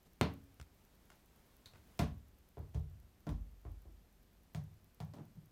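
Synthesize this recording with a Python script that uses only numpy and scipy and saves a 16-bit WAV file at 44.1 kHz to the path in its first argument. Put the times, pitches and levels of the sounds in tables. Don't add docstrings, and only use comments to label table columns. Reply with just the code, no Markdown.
import sys
import numpy as np
from scipy import signal
from scipy.fft import rfft, irfft
from scipy.io import wavfile

SR = 44100
rng = np.random.default_rng(int(sys.argv[2]) if len(sys.argv) > 2 else 0)


def inscribe(sig):
    pcm = np.round(np.clip(np.atleast_2d(sig).T, -1, 1) * 32767)
    wavfile.write(sys.argv[1], SR, pcm.astype(np.int16))


N = 243326
RING_N = SR
T, SCENE_T = np.arange(RING_N) / SR, np.arange(N) / SR
TAP = signal.unit_impulse(RING_N)


def from_db(db):
    return 10 ** (np.asarray(db) / 20)


def at_hz(points, hz):
    f, value = np.transpose(points)
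    return np.interp(np.log(np.maximum(hz, 1)), np.log(f), value)


def filtered(x, hz, kind, order=2):
    edges = np.clip(hz, 10, .45 * SR)
    return signal.sosfilt(signal.butter(order, edges, kind, fs=SR, output="sos"), x + 1e-18)


def equalised(x, bells):
    for hz, width_hz, db in bells:
        gain, half_width = from_db(db / 2), np.pi * width_hz / SR
        tuning = -2 * np.cos(2 * np.pi * hz / SR)
        b = [1 + half_width * gain, tuning, 1 - half_width * gain]
        a = [1 + half_width / gain, tuning, 1 - half_width / gain]
        x = signal.lfilter(b, a, x + 1e-18)
    return x


def add(out, s, sound):
    start = round(s * SR)
    out[start:start + len(sound)] += sound[:N - start]


def ringing(modes):
    out = np.zeros(RING_N)
    for k, (hz, db, t60) in enumerate(modes):
        damping = np.log(1000) / t60
        amplitude = (-1) ** k * from_db(db) * 2 * damping / SR
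        out += amplitude * np.exp(-damping * T) * np.sin(2 * np.pi * hz * T)
    return out


def noise(spectrum):
    colour = from_db(at_hz(spectrum, np.arange(N // 2 + 1) * SR / N))
    x = irfft(rfft(rng.standard_normal(N)) * colour, N)
    return x / np.std(x)


def crackle(fade_s):
    burst = rng.standard_normal(RING_N) * np.exp(-T / fade_s)
    return burst / np.linalg.norm(burst)


# f/Hz, relative level/dB
ROOM_TONE_SPECTRUM = [(15, 4), (25, -0.5), (53, 2.5), (114, -11), (185, -6.5), (326, -15), (384, -14),
                      (416, -18), (545, -18.5), (714, -20), (911, -23), (10400, -35), (14000, -29.5),
                      (16000, -45)]

def room_tone(level_db=-66, brush_s=0.067, brush_width_s=0.01, brush_db=-68.5):
    brush = from_db(brush_db) * np.exp(-((SCENE_T - brush_s) / brush_width_s) ** 2)
    return (from_db(level_db) + brush) * noise(ROOM_TONE_SPECTRUM)


# f/Hz, relative level/dB
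CLOTH_SPECTRUM = [(40, -1.5), (120, -8), (400, -13.5), (1500, -20.5), (5000, -27.5), (15000, -30)]

def rustle(peak_db=-71, still_s=2, grow_db_per_s=3, settle_db_per_s=43, waver_db=2, waver_s=0.07):
    cloth = noise(CLOTH_SPECTRUM)
    fade_db = np.maximum(grow_db_per_s * (still_s - SCENE_T), settle_db_per_s * (SCENE_T - still_s))
    waver = np.interp(SCENE_T / waver_s, np.arange(N), rng.standard_normal(N))
    return from_db(peak_db - fade_db + waver_db * waver) * cloth


# f/Hz, level/dB, t60/s
ELECTRICAL_MODES = [(6240, -2.5, 0.0035), (11170, 4, 0.0048), (12400, -2, 0.0013), (13500, -9, 0.0047),
                    (14600, 2.5, 0.0016), (15450, 5, .004)]

def interference(period_s=0.1024, burst_s=0.0011, on_db=-50, off_db=-47, spread_db=3.5):
    starts = np.arange(.0307, N / SR - .01, period_s)
    strength = from_db(rng.normal(0, spread_db, len(starts)))
    edges = np.zeros(N)
    edges[np.round(starts * SR).astype(int)] = from_db(on_db) * strength
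    edges[np.round((starts + burst_s) * SR).astype(int)] -= from_db(off_db) * strength
    return signal.fftconvolve(edges, ringing(ELECTRICAL_MODES))[:N]


# f/Hz, t60/s
ROOM_DECAY = [(60, 1), (150, 0.4), (350, 0.3), (800, 0.27), (2000, 0.28), (4500, 0.24), (9000, 0.21),
              (15000, 0.17)]

def reflections(build_s=0.00095, first_per_s=900, thicken_s=.012):
    density = np.clip(first_per_s * (1 + (T / thicken_s) ** 2) / SR, 0, 1)
    echoes = rng.choice([-1, 1], RING_N) * (rng.random(RING_N) < density) / np.sqrt(density)
    spectrum = rfft(echoes)
    hz = np.maximum(np.arange(len(spectrum)) * SR / RING_N, 1)
    centres = np.geomspace(50, 16000, 14)
    build_up = 1 - np.exp(-(T / build_s) ** 2)
    out = np.zeros(RING_N)
    for centre, pick in zip(centres, np.eye(len(centres))):
        weight = np.interp(np.log(hz), np.log(centres), pick)
        decay = np.exp(-np.log(1000) * T / at_hz(ROOM_DECAY, centre))
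        band = irfft(spectrum * weight, RING_N) * build_up * decay
        out += band * np.sqrt(np.mean(weight ** 2) / np.sum(band ** 2))
    return out


# f/Hz, level/dB, t60/s
BOARD_MODES = [(276, 3, 0.86), (319, 2.5, 0.26), (426, -11, 0.4), (453, 4, 0.41), (596, 7, 0.31),
               (684, 5.5, 0.058), (710.6, 9, 0.099), (757, -3, 0.13), (990, 2.5, 0.095), (1013, 9.5, 0.26),
               (1106, 12, 0.29), (1374, 11.5, 0.13), (1715, 12, 0.23), (2082, 10.5, 0.17), (2105, 0, 0.36),
               (2380, -3, 0.37), (2570, -11, 0.42), (2710, -18, 0.17), (3650, 11, 0.24), (4140, 1, 0.02),
               (4300, -2, 0.12)]
# f/Hz, width/Hz, gain/dB
BOARD_EQ = [(382, 53, -1), (440, 84, 1), (505, 26, -13), (680, 15, -2.5), (930, 110, -2), (970, 67, 3.5),
            (1565, 1160, -4.5), (2750, 380, 1.5), (4180, 510, 4.5), (7500, 2200, -19)]

def knock(direct, ring_db, low_hz, contact_hz, hollow_hz, board_hz=520, room_db=2, hollow_db=6):
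    body = direct * TAP + from_db(ring_db) * ringing(BOARD_MODES) + from_db(room_db) * reflections()
    body = filtered(body, board_hz, "low", order=1)
    body = filtered(body, contact_hz, "low")
    body = equalised(filtered(body, low_hz, "high"), BOARD_EQ)
    return equalised(body, [(hollow_hz, 0.18 * hollow_hz, hollow_db)])


# f/Hz, width/Hz, gain/dB
TICK_EQ = [(1770, 1000, 12.5), (3430, 1560, 6.5), (5840, 3600, 4), (7700, 820, -4), (10500, 400, -7)]

def tick(direct, room, grip_s=0.00058, room_db=-2, low_hz=3000, top_hz=9000):
    grip = equalised(direct * crackle(grip_s) + from_db(room_db) * room, TICK_EQ)
    return filtered(filtered(grip, low_hz, "high", order=1), top_hz, "low", order=1)


# f/Hz, level/dB, t60/s
PANEL_MODES = [(44.32, 9, 11), (49.5, 18, 0.77), (60, -3, 4), (67.1, 7.5, 0.85), (80.1, 10, 0.4),
               (101.3, 6, 0.68), (122.5, 2.5, 0.29), (146.55, 8, 0.41), (162.1, 7.5, 0.31),
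               (182.4, 1, 0.41), (226.2, 6, 0.39), (287, 8, 0.32)]

def thump(direct, room, band_hz, tap_db=-1, boom_db=-1, room_db=-5):
    boom = from_db(boom_db) * ringing(PANEL_MODES)
    swing = direct * from_db(tap_db) * TAP + boom + from_db(room_db) * room
    return filtered(swing, sorted(band_hz), "band", order=4)


SURFACE_VOICES = { "near floor": (2600, 155, 272, 2.1, 78, 184, 5.2),
                  "middle floor": (2696, 220, 687, 0, 63, 218, -1.5),
                  "far floor": (2550, 470, 729, -2.5, 87, 216.5, -1.5),
                  "wall": (1553, 136, 425, -3.5, 59, 172.5, -6.5),
                  "sofa frame": (1606, 174, 294, 0.5, 99, 296, -7),
                  "sofa seat": (3097, 142, 325, -2.5, 34.5, 153, -2.5),
                  "cat tree": (2900, 234, 324, -13, 105.5, 347, -6.5)}
# t/s, surface, knock level/dB, tick level/dB, thump level/dB
BALL_CUES = [ (0.2121, "near floor", 9.5, -20, 17), (1.9920, "middle floor", -4, -18, -4),
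             (1.9949, "middle floor", 5, -21, 19), (2.5711, "wall", -6.5, -46, 9.5),
             (2.7400, "wall", -17, -46, 11), (2.7460, "wall", -7.5, -34, 21),
             (3.2681, "sofa frame", -2, -35, 13.5), (3.2918, "sofa seat", -15, -32.5, 15),
             (3.6519, "sofa seat", -12, -57, 7.5), (3.855, "sofa seat", -19.5, -70, -3),
             (4.5478, "far floor", -8.5, -27.5, 16), (5.0030, "far floor", -7, -32, 11),
             (5.137, "cat tree", -10.5, -37, -5), (5.164, "cat tree", -16, -48, -19),
             (5.185, "cat tree", -11, -49, 1.5), (5.351, "cat tree", -24, -67, 2.5)]

def ball(knock_oct_per_db=0.11, thump_oct_per_db=0.0336):
    out = np.zeros(N)
    for s, surface, knock_db, tick_db, thump_db in BALL_CUES:
        contact_hz, low_hz, hollow_hz, ring_db, bottom_hz, top_hz, direct_db = SURFACE_VOICES[surface]
        contact_hz *= 2 ** (knock_oct_per_db * knock_db)
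        top_hz *= 2 ** (thump_oct_per_db * knock_db)
        direct, room = from_db(direct_db), reflections()
        add(out, s, from_db(knock_db) * knock(direct, ring_db, low_hz, contact_hz, hollow_hz))
        add(out, s, from_db(tick_db) * tick(direct, room))
        add(out, s, from_db(thump_db) * thump(direct, room, (bottom_hz, top_hz)))
    return out


# f/Hz, width/Hz, gain/dB
CLICK_EQ = [(850, 530, 4.5), (1400, 180, 4.5), (2150, 180, 1.5), (3960, 620, 1)]
CLICK_SENDS = {"hand": -12.5, "room": 2.5}
# t/s, place, click level/dB, cut-off/Hz, bump level/dB
CLICK_CUES = [ (0.5988, "hand", -21.5, 1590, 1), (0.613, "hand", -30, 5500, 4),
              (0.626, "hand", -34, 3000, -22), (1.1020, "room", -30, 2150, -38),
              (1.6582, "room", -33, 6460, -10), (1.736, "room", -27, 760, -8.5),
              (1.756, "room", -30, 700, -13)]

def handling_clicks(crackle_s=0.0023, low_cut_hz=300, bump_hz=(55, 120)):
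    out = np.zeros(N)
    for s, place, click_db, top_hz, bump_db in CLICK_CUES:
        room = from_db(CLICK_SENDS[place]) * reflections()
        click = filtered(crackle(crackle_s) + room, top_hz, "low", order=1)
        click = filtered(equalised(click, CLICK_EQ), low_cut_hz, "high")
        bump = filtered(TAP + room, bump_hz, "band")
        add(out, s, from_db(click_db) * click + from_db(bump_db) * bump)
    return out


# f/Hz, level/dB, t60/s
CHINK_MODES = [(3700, 1, 0.0082), (4020, 3, 0.012), (4300, 2.5, 0.014), (4600, -2, 0.016)]

def plastic_chink(at_s=1.6583, gain_db=-20):
    out = np.zeros(N)
    chink = signal.fftconvolve(ringing(CHINK_MODES), TAP + reflections())[:RING_N]
    add(out, at_s, from_db(gain_db) * chink)
    return out


def scene():
    hits = ball() + handling_clicks() + plastic_chink()
    bed = room_tone() + rustle() + interference()
    return (hits + bed)[None, :]


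def record(dry, bass_cut_hz=30, top_cut_hz=16100):
    top_cut = signal.ellip(10, .1, 70, top_cut_hz, fs=SR, output="sos")
    return signal.sosfilt(top_cut, filtered(dry, bass_cut_hz, "high"))


dry = scene()
out = record(dry)
inscribe(out)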